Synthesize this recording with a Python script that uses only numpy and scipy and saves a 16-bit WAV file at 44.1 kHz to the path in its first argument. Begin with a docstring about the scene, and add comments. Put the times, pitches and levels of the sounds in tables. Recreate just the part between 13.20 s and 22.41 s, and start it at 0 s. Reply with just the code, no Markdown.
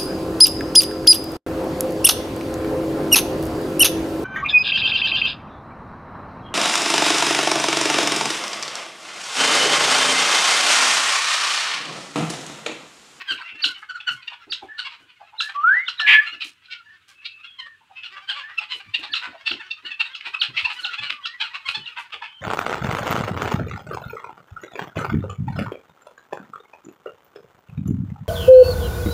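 """A row of pens in a yard, where a mixed flock of guinea fowl and chickens clucks, rasps and chips.
Each bird is a source and filter: jittered syrinx pulses and puffs of air ring the throat resonances.
One bird close by gives a rising whistle, a nearly pure tone, then a saturated squawk over a held note.
Dull low thuds and crunchy hisses (footfalls, bumps, perhaps low clucks) are noise through filters.
Sparse random echoes from the pen walls and a faint tail answer the birds, over steady shaped air noise."""
import sys
import numpy as np
from scipy import signal
from scipy.fft import rfft, irfft, next_fast_len
from scipy.io import wavfile
from scipy.ndimage import uniform_filter1d, minimum_filter1d

SR = 44100
rng = np.random.default_rng(int(sys.argv[2]) if len(sys.argv) > 2 else 0)


def file_out(sig):
    """Save sig as 16-bit WAV at sys.argv[1]."""
    # one column per channel
    cols = np.atleast_2d(sig).T
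    # limit, then scale
    lim = np.clip(cols, -1, 1)
    pcm = np.round(lim * 32767).astype(np.int16)
    wavfile.write(sys.argv[1], SR, pcm)


N = 406161  # length in samples


def amp(db):
    """Logarithmic level: converts decibels to an amplitude gain."""
    return 10 ** (np.asarray(db) / 20)


def evened(x):
    """Power normalisation: scales to unit rms."""
    return x / np.sqrt(np.mean(x ** 2) + 1e-20)


def read(points, hz):
    """Logarithmic frequency scale: interpolates a table along it."""
    f, value = np.transpose(points)
    return np.interp(np.log(hz + 1), np.log(f + 1), value)


def bins(x):
    """Discrete Fourier analysis: the frequencies in the spectrum of x."""
    return np.fft.rfftfreq(x.shape[-1], 1 / SR)


def coloured(x, points):
    """Linear filtering: multiplies the spectrum by a table of relative levels, then gives unit rms."""
    return evened(irfft(rfft(x) * amp(read(points, bins(x))), len(x)))


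def resonance(x, hz, width_hz):
    """Resonance: three cascaded second-order bandpasses, each of width_hz, brought to unit rms."""
    f = bins(x) + 1
    response = 1 / (1 + 1j * (f * f - hz * hz) / (f * width_hz)) ** 3
    return evened(irfft(rfft(x) * response, len(x)))


def wander(size, hz):
    """Random modulation: noise with a Gaussian lowpass of scale hz, at unit rms."""
    x = rng.standard_normal(next_fast_len(size))
    return evened(irfft(rfft(x) * np.exp(-(bins(x) / hz) ** 2), len(x))[:size])


def add(mix, s, sound):
    """Superposition: adds a sound at a time in seconds, trimmed to the mix."""
    start = round(s * SR)
    sound = sound[max(-start, 0):]
    part = mix[max(start, 0):][:len(sound)]
    part += sound[:len(part)]


def syrinx(hz, rough, jitter=0.0465, rasp=1.0):
    """Pulsed source: jittered membrane pulses, strong and weak in turn, with air that grows in rough calls."""
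    hz = hz * (1 + jitter * rough * wander(len(hz), 259))
    turns = np.cumsum(hz) / SR + rng.random()
    harmonic = np.arange(1, int(9000 / hz.mean()) + 1)[:, None]
    # random harmonic levels and phases, drawn anew for each call, smear the pulses
    size, lag = rng.standard_normal((2, 48, 1))[:, :len(harmonic)]
    pulses = (amp(3 * size) * np.cos(2 * np.pi * harmonic * turns + .9 * lag)).sum(0)
    # a half-rate modulation makes neighbouring pulses unequal
    pulses = pulses * (1 + .6 * rough * wander(len(hz), 80) * np.cos(np.pi * turns))
    puffs = (.55 + np.exp(-(turns % 1) / .3)) * rng.standard_normal(len(hz))
    share = np.clip(.12 + rasp * rough ** 2, 0, .5)
    flutter = amp((1.2 + 2.2 * rough) * wander(len(hz), 260))
    return ((1 - share) * evened(pulses) + share * evened(puffs)) * flutter


# spectrum shape of the still air: frequency_hz [Hz], relative_level_db [dB]
AIR_SPECTRUM = [(25, -29), (90, -2), (200, -11), (400, -14), (720, -29), (1020, -16), (1450, -3.5),
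                (2060, -11), (2700, -3.5), (3600, -10.5), (5300, -24), (7000, -22.5), (15500, -35)]


def still_air(level_db=-63):
    """Stationary noise: a steady random hush with a fixed spectrum."""
    return amp(level_db) * coloured(rng.standard_normal(N), AIR_SPECTRUM)


# murmur of the birds farther off: time_s [s], level_db [dB, before the overall trim]
FLOCK_LEVEL = [(0, -37), (.4, -44.5), (.7, -57.5), (1.2, -50), (1.95, -60.5), (2.4, -44.5), (3.1, -41),
               (3.35, -61), (4.251, -51.5), (4.6, -75), (4.9, -44.5), (5.25, -53), (5.7, -48.5), (7.1, -48),
               (7.7, -39.5), (8.1, -52), (8.7, -44.5), (9.21, -60)]
# spectrum shape of the murmur: frequency_hz [Hz], relative_level_db [dB]
FLOCK_SPECTRUM = [(60, -44.5), (300, -14.5), (600, -21), (1000, -6.5), (1500, 1), (2000, -1.5),
                  (2800, -0.5), (4000, -10), (5200, -19.5), (8000, -34.5), (15000, -30.5)]


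def flock(count=260, trim_db=-1.5):
    """Superposition of many sources: overlapping small calls merge into a murmur from birds farther off."""
    out = np.zeros(N)
    for k, (when, length, pitch, glide, rough, size) in enumerate(rng.random((count, 6))):
        swell = np.hanning(int((.03 + .06 * length) * SR))
        slide = .3 * (glide - .5) * np.linspace(0, 1, len(swell))
        hz = 380 * 2 ** (2 * pitch + .1 * (swell - 1) + slide)
        call = amp(12 * size) * swell * syrinx(hz, .25 + .4 * rough)
        add(out, (k + when) * N / SR / count - .03, call)
    level_db = np.interp(np.arange(N) / SR, *np.transpose(FLOCK_LEVEL)) + trim_db
    return amp(level_db) * coloured(evened(out), FLOCK_SPECTRUM)


# decay of the diffuse tail: frequency_hz [Hz], t60_s [s to fall by 60 dB]
TAIL_DECAY = [(200, 0.28), (1000, 0.74), (2700, 0.28), (5000, 0.28), (12000, 0.99)]


def yard(x, walls_db=-9.0, tail_db=-17, walls_s=0.054):
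    """Reflection and reverberation: clustered echoes from pen walls, a faint tail from sheds and trees."""
    t = np.arange(SR) / SR
    taps = rng.standard_normal(SR) * (rng.random(SR) < 9000 / SR) * (t > .006)
    walls = rng.standard_normal(SR) * (rng.random(SR) < 1800 / SR) * (t > .005)
    walls = walls * np.exp(-(t / walls_s) ** 2)
    # each frequency of the tail decays at its own rate
    hz, at, z = signal.stft(taps, SR, nperseg=256)
    decay = amp(-60 * at / read(TAIL_DECAY, hz)[:, None])
    tail = signal.istft(z * decay, SR, nperseg=256)[1][:SR]
    echoes = amp(walls_db) * walls / np.linalg.norm(walls) + amp(tail_db) * tail / np.linalg.norm(tail)
    return signal.fftconvolve(x, echoes)[:N]


# spectrum shape of breath noise: frequency_hz [Hz], relative_level_db [dB]
BREATH_SPECTRUM = [(3500, -42.5), (5000, -26.5), (5800, 5), (8300, 5.5), (9500, -9.5), (12000, -6.5),
                   (15500, -22)]
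# clucks and rasps, with some weaker returns just after loud ones:
# peak_s [s], length_s [s, swelling plus fading constants], pitch_hz [Hz, before bending],
# roughness [0-1], level_db [dB], low_db and upper_db [dB, trims of the outer throat resonances]
CLUCK_CALLS = [(.106, 0.043, 1542, 0.35, -25, -1.5, -0.5), (.187, 0.02, 295, 0.63, -37, -21, -6),
               (.217, 0.016, 1466, .6, -44, 11, 1), (.293, 0.033, 307.6, 0.52, -35, -11, -21),
               (.556, 0.039, 757, 0.24, -41, -17, -19), (.631, 0.018, 420, 0.26, -51.5, 14.5, -11),
               (0.703, 0.021, 1490, 0.26, -38.5, 9, -2), (0.76, 0.025, 1425, 0.23, -44.5, 15, 4.5),
               (.809, .017, 849, 0.58, -34.5, -16, -19), (.885, .023, 1478, 0.36, -20, 1, -7),
               (1.03, .016, 504, 0.39, -45, -8, 1.5), (1.082, .012, 952, 0.4, -27.5, -14, -5),
               (1.125, 0.058, 601, 0.64, -42.5, -5.5, -7), (1.596, 0.025, 1474, 0.52, -30.5, 0.5, 6),
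               (1.662, 0.029, 552, 0.25, -31.5, -8, -2), (1.73, .06, 308, .6, -45.5, -3.5, 0),
               (1.9, .04, 493, 0.43, -52, -7, -5), (2.298, 0.023, 790, 0.51, -41, 6.5, 2),
               (3.079, 0.034, 1376, 0.28, -31.5, -4.5, -4), (3.135, 0.046, 1402, 0.35, -36.5, -16, -9),
               (3.222, .027, 1299, 0.73, -25, -15, -0.5), (3.458, 0.031, 795, 0.69, -52.5, -13.5, 3.5),
               (3.526, .036, 460.4, 0.35, -33.5, -20, 0.5), (4.06, 0.02, 467.6, 0.42, -32.5, -17.5, 6),
               (4.25, 0.029, 1403, 0.47, -42.5, -6, -6.5), (4.399, .02, 1046, 0.17, -30.5, -8, -4),
               (4.467, 0.015, 576, 0.45, -54, 10.5, 4.5), (4.782, 0.043, 524, 0.45, -38, -16, -14.5),
               (4.839, .016, 881, 0.58, -31, -21, -20), (4.857, 0.037, 1400, .6, -38, -9, -1.5),
               (4.975, 0.031, 392, 0.6, -43.5, 6.5, -26), (5.103, 0.035, 1548, 0.52, -25, -5.5, -2),
               (5.181, 0.073, 567.3, 0.57, -35, -2.5, -4.5), (5.303, .049, 410.4, 0.65, -49.5, 7.5, -26),
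               (5.388, .018, 1320, 0.32, -19.5, -14, -9.5), (5.427, 0.032, 665, 0.59, -36.5, -3, -4),
               (5.521, .04, 1019, 0.52, -28, -10, 0), (5.607, 0.019, 397, 0.24, -39, -4, -5),
               (5.749, 0.015, 930, 0.42, -16, -20, -2), (5.843, 0.026, 393, .44, -34, -3.5, 4.5),
               (5.967, .036, 1340, 0.84, -28.5, -4.5, 6), (6.047, 0.058, 500, .65, -37, 5, -1.5),
               (6.277, .028, 897.5, 0.48, -22, -12, 1), (6.409, 0.025, 881, 0.23, -36.5, 3.5, -12),
               (6.515, 0.017, 897, 0.33, -28, -26, 0.5), (6.667, 0.03, 1444, 0.46, -33, -8, -1.5),
               (6.72, .026, 884, .25, -31, -9.5, -11.5), (6.808, 0.018, 912, 0.58, -18, -11.5, -3.5),
               (6.864, 0.036, 940, 0.59, -42, 2.5, 6), (7.011, 0.0095, 420, .5, -32.5, -14, -9),
               (7.068, .034, 488, .7, -30, -5, -2.5), (7.146, .016, 1266, 0.45, -26.5, -4.5, -12),
               (7.242, 0.036, 856, 0.58, -28.5, -4, 2), (7.381, 0.028, 299, .67, -20, -20, -6),
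               (7.4, .032, 646, .75, -25, -8.5, -1.5), (7.456, .02, 878, .33, -20, -14, -3.5),
               (7.51, 0.039, 423, 0.57, -31, -2.5, -2.5), (7.598, 0.025, 1480, .3, -34, -1.5, -3),
               (7.742, 0.023, 688, 0.78, -28, -7, -1.5), (7.791, 0.018, 850, .2, -26.5, -8.5, -12),
               (7.84, 0.045, 288.3, 0.44, -32, -2.5, 1), (7.872, 0.046, 1454, 0.33, -34, -9, -8),
               (7.903, 0.011, 583, 0.96, -21, -10, -5), (8.216, 0.023, 819.6, 0.49, -22, -8, 0.5),
               (8.246, 0.048, 1401, 0.56, -35, -0.5, -2), (8.353, 0.027, 372, 0.63, -30.5, -2.5, -1.5),
               (8.466, 0.022, 1075, 0.082, -32.5, 2, -3), (8.494, 0.027, 284.3, 0.6, -24, -7, 0.5),
               (8.555, 0.025, 861, 0.25, -27, -5.5, 3.5), (8.681, 0.017, 1406, 0.33, -33.5, -17, -3.5),
               (8.782, 0.035, 512, 0.62, -33.5, 1.5, -14), (8.936, .022, 1250, 0.78, -28, -3, -10.5),
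               (9.024, 0.01, 881, 0.32, -38.5, 8.5, -17), (9.047, 0.041, 435, 0.46, -35.5, -7, -10)]
RISE_SHARE = .46  # part of the length spent swelling
VOICE_HZ = 800  # pitch of a middling voice
LOW_HZ, MAIN_HZ, UPPER_HZ = 1426, 2736, 3935  # throat resonances of a middling voice
LOW_STRETCH, MAIN_STRETCH = 0.07, 0.067  # octaves of resonance per octave of pitch: high voices tighten it
CLUCK_ARCH = .09  # how far the pitch bows with the effort
SAG_OCT = -.07  # octaves a middling voice sags over one length; in proportion to pitch for others
GLIDE_SPREAD = 1.99  # random glide either way, octaves per s
CLUCK_HISS_DB = -23.5  # breath noise against the mean of the two outer trims


def cluck(length, pitch_hz, rough, level_db, low_db, upper_db):
    """Source-filter principle: a short syrinx burst through three throat resonances, bowing with effort."""
    rise = length * RISE_SHARE
    fall = length - rise
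    t = np.arange(-2.5 * rise, 2.5 * fall, 1 / SR)
    swell = np.exp(-(t / np.where(t < 0, rise, fall)) ** 2)
    arch = 1 + CLUCK_ARCH * (swell - .85) + .012 * wander(len(t), 60)
    high = pitch_hz / VOICE_HZ
    glide = SAG_OCT * high / length + GLIDE_SPREAD * rng.uniform(-1, 1)
    drive = syrinx(pitch_hz * 2 ** (glide * t) * arch, rough)
    low = amp(low_db) * resonance(drive, LOW_HZ * high ** LOW_STRETCH, width_hz=1210)
    main = amp(2.0) * resonance(drive, MAIN_HZ * high ** MAIN_STRETCH, width_hz=1144)
    upper = amp(upper_db - 4.0) * resonance(drive, UPPER_HZ, width_hz=930)
    breath = coloured(drive + 0.41 * rng.standard_normal(len(t)), BREATH_SPECTRUM)
    hiss = amp((low_db + upper_db) / 2 + CLUCK_HISS_DB) * breath
    return t[0], amp(level_db) * swell * (low + main + upper + hiss)


# dull low thuds and crunchy hisses: time_s [s], thud_level_db [dB, before trim], resonance_hz [Hz],
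# crunch_level_db [dB, before trim]
THUD_EVENTS = [(.106, -36, 314, -44.5), (.322, -44, 312, -81), (.45, -36.5, 297, -38),
               (.58, -61, 310, -55.5), (0.909, -38, 123, -44.5), (1.27, -41, 332, -80),
               (1.423, -37, 340, -63), (1.8, -49, 314, -63.5), (2.229, -62, 426, -43),
               (3.126, -46.5, 305, -81), (3.243, -46.5, 302, -41.5), (3.883, -73, 350, -51.5),
               (5.544, -44.5, 404, -49), (5.664, -41.5, 97, -77), (5.788, -38.5, 317, -55),
               (5.898, -46, 291, -67), (6.074, -39, 296, -75), (6.31, -29.5, 316, -69),
               (6.636, -46, 305, -79), (7.063, -46, 370, -60), (7.289, -34.5, 131, -75),
               (7.418, -42, 92, -54), (7.53, -61, 303, -48), (7.6, -51.5, 312, -47), (7.8, -38, 112, -73),
               (7.9, -45.5, 300, -57), (8.48, -50, 93, -42.5), (8.568, -35, 144, -64),
               (8.785, -62, 320, -49.5), (8.935, -41, 472, -64)]


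def thuds(thud_db=-10, knock_db=-9, crunch_db=-2, decay_s=0.019):
    """Resonant filtering of noise: brief dull low thuds with a lighter knock, and crunchy hisses."""
    out, t = np.zeros(N), np.arange(SR // 4) / SR
    push = (t / decay_s) * np.exp(1 - t / decay_s)
    crunch_shape = [(30, -42), (100, -14.0), (500, -6), (3000, 15.5), (9000, 7), (15000, -9.0)]  # (Hz, dB)
    for s, low_db, hz, hiss_db in THUD_EVENTS:
        noise = rng.standard_normal(len(t))
        thud = resonance(noise, hz, width_hz=hz * 0.53)
        thud = thud + amp(knock_db) * resonance(noise, hz * 2.3, width_hz=hz * 1.8)
        thud = thud + 0.22 * resonance(noise, 89, width_hz=87)
        crackle = rng.standard_normal(len(t)) * amp(4 * wander(len(t), 500))
        crunch = coloured(crackle, crunch_shape)
        add(out, s - .005, push * (amp(low_db + thud_db) * thud + amp(hiss_db + crunch_db) * crunch))
    return out


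# soft clucks with the beak shut: peak_s [s], pitch_hz [Hz, at the peak], level_db [dB]
MUTTER_CALLS = [(0.201, 992, -42.5), (1.13, 957, -43.5), (1.435, 803, -39.5), (1.67, 1080, -39.5),
                (1.73, 956, -48), (2.018, 807, -45), (2.145, 894, -43), (2.568, 827, -45.5),
                (2.83, 748, -45.5), (4.625, 890, -55.5), (4.715, 779, -48.5), (5.109, 877, -43.5),
                (5.42, 854, -40), (5.85, 840, -40), (6.06, 1000, -36.5), (6.152, 681, -38.5),
                (7.075, 899, -43.5), (7.148, 1130, -37.5), (7.465, 1000, -31.5), (7.66, 807, -43.5),
                (8.225, 897, -37), (8.785, 952, -36.5), (8.95, 802, -43), (9.03, 950, -37.5)]
MUTTER_S, MUTTER_ROUGH, MUTTER_WIDTH_HZ = 0.07, 1, 530
MUTTER_GLIDE_OCT_PER_S = -3


def mutter(pitch_hz, level_db):
    """Lowpass radiation: with the beak shut, little but the fundamental of a cluck gets out."""
    t = np.arange(-MUTTER_S / 2, MUTTER_S / 2, 1 / SR)
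    drive = syrinx(pitch_hz * 2 ** (MUTTER_GLIDE_OCT_PER_S * t), MUTTER_ROUGH)
    return t[0], amp(level_db) * np.hanning(len(t)) ** 2 * resonance(drive, pitch_hz, MUTTER_WIDTH_HZ)


# the loud rising whistle: time_s [s], pitch_hz [Hz], level_db [dB]
RISING_NOTE = [(2.335, 1120, -54), (2.36, 1142, -26.5), (2.395, 1159, -26), (2.43, 1222, -30),
               (2.442, 1292, -13), (2.52, 1608, -13.5), (2.566, 1935, -17.5), (2.6, 2042, -20),
               (2.655, 2264, -43.5)]
# the clear note around and under the squawk: time_s [s], pitch_hz [Hz], level_db [dB]
HELD_NOTE = [(2.785, 1777, -41.5), (2.812, 1770, -23.5), (2.85, 1702, -21.5), (2.92, 1720, -24),
             (2.955, 1723, -11.5), (3.004, 1735, -12), (3.022, 1705, -28.5)]


def whistle(rows, quaver=.0067, flutter_db=1.5, overtone_db=-46):
    """Near-sinusoidal oscillation: a nearly pure note with slight frequency and amplitude modulation."""
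    s, hz, db = np.transpose(rows)
    t = np.arange(s[0], s[-1], 1 / SR)
    pitch = np.interp(t, s, hz) * (1 + quaver * wander(len(t), 110))
    phase = 2 * np.pi * np.cumsum(pitch) / SR
    tone = np.sin(phase) + amp(overtone_db) * np.sin(2 * phase)
    tone = evened(tone * amp(flutter_db * wander(len(t), 110)))
    return s[0], amp(np.interp(t, s, db)) * tone * signal.windows.tukey(len(t), .1)


# thin whining peeps: start_s [s], length_s [s], first_hz and last_hz [Hz, before bowing], level_db [dB, peak]
PEEP_CALLS = [(.22, 0.3, 2734, 2690, -42), (0.481, 0.061, 1545, 1410, -35), (1.483, .1, 1673, 1820, -38.5),
              (2.214, 0.097, 1603, 1803, -32.5), (3.48, 0.16, 1500, 1360, -46),
              (3.655, 0.12, 1714, 1786, -47.5), (3.94, 0.38, 2626, 2590, -48),
              (4.237, 0.15, 3350, 3240, -47.5), (4.399, .17, 1846, 1760, -45),
              (5.203, 0.14, 1620, 1956, -38.5), (5.888, 0.1, 1730, 1770, -40.5),
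              (6.645, .1, 1737, 1960, -40.5), (7.622, 0.13, 1470, 1385, -35.5),
              (7.899, .14, 1262, 1093, -45), (8.05, .14, 1774, 1980, -41), (8.596, 0.056, 3080, 2880, -43),
              (9.066, 0.27, 3050, 3130, -46.5)]
PEEP_RISE_SHARE, PEEP_FADE_DB = 0.34, -9  # part of the length spent swelling; level at either end
PEEP_ARCH = 0.011  # how far the pitch bows upwards, as a fraction


def peep(start, length, first_hz, last_hz, level_db):
    """Frequency glide: a small wavering whistle swells, slides between two pitches and fades."""
    u = np.linspace(0, 1, num=17)
    away = np.interp(u, [0, PEEP_RISE_SHARE, 1], [1, 0, 1]) ** 2
    hz = first_hz * (last_hz / first_hz) ** u * (1 + PEEP_ARCH * (.5 - away))
    rows = np.transpose([start + length * u, hz, level_db + PEEP_FADE_DB * away])
    return whistle(rows, quaver=.015, flutter_db=3.0)


# sharp chips: plunge_s [s], top_hz [Hz], level_db [dB],
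# low_db and upper_db [dB, trims of the fundamental, and of the lead-in, rattle and hiss]
CHIP_CALLS = [(.442, 2325, -15, -8.5, -1.5), (1.324, 2386, -24.5, -10.5, 1), (2.205, 2030, -21.5, -4, 1),
              (2.683, 1837, -22, -4, -4), (2.799, 1968, -21, -2.5, -4.5), (5.938, 2300, -20, -10.5, -8.5),
              (6.313, 2350, -22.5, -10.5, -7), (6.951, 1690, -29.5, -13, -3), (7.218, 2250, -15.5, -15, -8),
              (7.649, 2125, -21.5, -12.5, -4.5), (8.056, 1675, -26, -4.5, -1.5),
              (8.663, 2030, -31.5, -25, -13)]
CHIP_END_HZ, CHIP_LEAD_S = 1356, .017


def chip(top_hz, level_db, low_db, upper_db, plunge_s=0.0022, rattle_db=-3, hiss_db=-29):
    """Rapid frequency sweep: a thin arched second harmonic plunges, cracks and ends in a rattle."""
    t = np.arange(-1.7 * CHIP_LEAD_S, .04, 1 / SR)
    fallen = 1 / (1 + np.exp(-(t + 0.001927) / plunge_s))  # 0 before the plunge, 1 after
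    arch = 1 - 0.092 * ((np.minimum(t, 0) + CHIP_LEAD_S / 2) / CHIP_LEAD_S) ** 2
    hz = top_hz * arch * (1 - fallen) + CHIP_END_HZ * fallen
    hz = hz * (1 + (.012 + .03 * fallen) * wander(len(t), 700))
    phase = 2 * np.pi * np.cumsum(hz) / SR
    thin = np.exp(-((t + .008) / (.65 * CHIP_LEAD_S)) ** 2) * (1 - fallen)
    burst = np.exp(-((t - .002) / .0055) ** 2) * evened(amp(2 * wander(len(t), 700)))
    second = (amp(upper_db - 3) * thin + amp(5) * burst) * np.sin(2 * phase)
    first = amp(low_db + 5.5) * burst * fallen * np.sin(phase)
    ragged = resonance(syrinx(np.full(len(t), CHIP_END_HZ), rough=.7), 3600, width_hz=2000)
    rattle = amp(upper_db + rattle_db) * np.exp(-((t - .012) / .013) ** 4) * ragged
    hiss = amp(upper_db + hiss_db) * burst * coloured(rng.standard_normal(len(t)), BREATH_SPECTRUM)
    return t[0], amp(level_db) * (first + second + rattle + hiss)


# throat of the squawking bird: frequency_hz [Hz], relative_level_db [dB]
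THROAT_SPECTRUM = [(300, -64), (550, -62), (800, -6.5), (1200, -12), (1550, -10), (1950, -1.5), (2800, -3),
                   (3300, -5), (3900, -17), (4700, -17.5), (6000, -27.5), (9000, -34), (15000, -24)]
SQUAWK_AT_S, SQUAWK_HZ, SQUAWK_DB = 2.861, 577.4, -10
SQUAWK_ATTACK_S, SQUAWK_HOLD_S, SQUAWK_RELEASE_S = .022, .055, .042


def squawk(bend=.08):
    """Nonlinear saturation: a hard-driven, heavily jittered syrinx clips softly; pitch follows effort."""
    corners = np.cumsum([0, SQUAWK_ATTACK_S, SQUAWK_HOLD_S, SQUAWK_RELEASE_S])
    effort = np.interp(np.arange(0, corners[-1], 1 / SR), corners, [0, 1, 1, 0])
    hz = SQUAWK_HZ * (1 + bend * (effort - 1))
    voice = syrinx(hz, rough=.62, jitter=.16)
    drive = np.tanh(1.5 * resonance(voice, 2300, width_hz=4000))
    return SQUAWK_AT_S, amp(SQUAWK_DB) * effort * coloured(drive, THROAT_SPECTRUM)


def scene(ground_db=-15, wall_db=-11, shed_db=-25, shed_s=0.14, width_db=-27):
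    """Early reflection: clucks, chips and mutters bounce off ground and wall; the layers are summed."""
    birds, notes = flock(), np.zeros(N)
    for voice, table in ((cluck, CLUCK_CALLS), (chip, CHIP_CALLS), (mutter, MUTTER_CALLS)):
        for s, *row in table:
            lead, sound = voice(*row)
            ground_s, wall_s = rng.uniform([.0005, .012], [.002, .028])
            for delay, db in ((0, -.5), (ground_s, ground_db), (wall_s, wall_db)):
                add(birds, s + lead + delay, amp(db) * sound)
    for row in PEEP_CALLS:
        add(notes, *peep(*row))
    for curve in (RISING_NOTE, HELD_NOTE):
        add(notes, *whistle(curve))
    s, cry = squawk()
    add(notes, s, cry)
    add(birds, s + shed_s, amp(shed_db) * cry)  # only the loud squawk comes back from the far shed
    to_walls = birds + .85 * notes
    mono = birds + notes + yard(to_walls) + thuds() + still_air()
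    apart = amp(width_db) * yard(to_walls)  # the echoes reach the two ports slightly differently
    return np.array([mono + apart, mono - apart])


# balance of the two microphone ports: frequency_hz [Hz], left_minus_right_db [dB]
PORT_BALANCE = [(100, -1), (2400, 0), (3000, 0.62), (3500, -1.5), (4200, -3), (5200, -5.5), (6500, 0.5),
                (15000, -0.5)]
EDGE_HZ = 15800  # upper band limit


def record(dry):
    """Spectral balance, peak limiting and band limiting: tilts the ports, holds peaks, cuts the top."""
    tilt = amp(read(PORT_BALANCE, bins(dry)) * np.array([[.5], [-.5]]))
    ports = irfft(rfft(dry) * tilt, N)
    headroom = .98 / np.maximum(abs(ports).max(0), .98)
    ports = ports * uniform_filter1d(minimum_filter1d(headroom, size=121), size=121)
    lowpass = signal.firwin(511, EDGE_HZ, window=("kaiser", 9), fs=SR)
    return signal.oaconvolve(ports, lowpass[None], "same")


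dry = scene()
out = record(dry)
file_out(out)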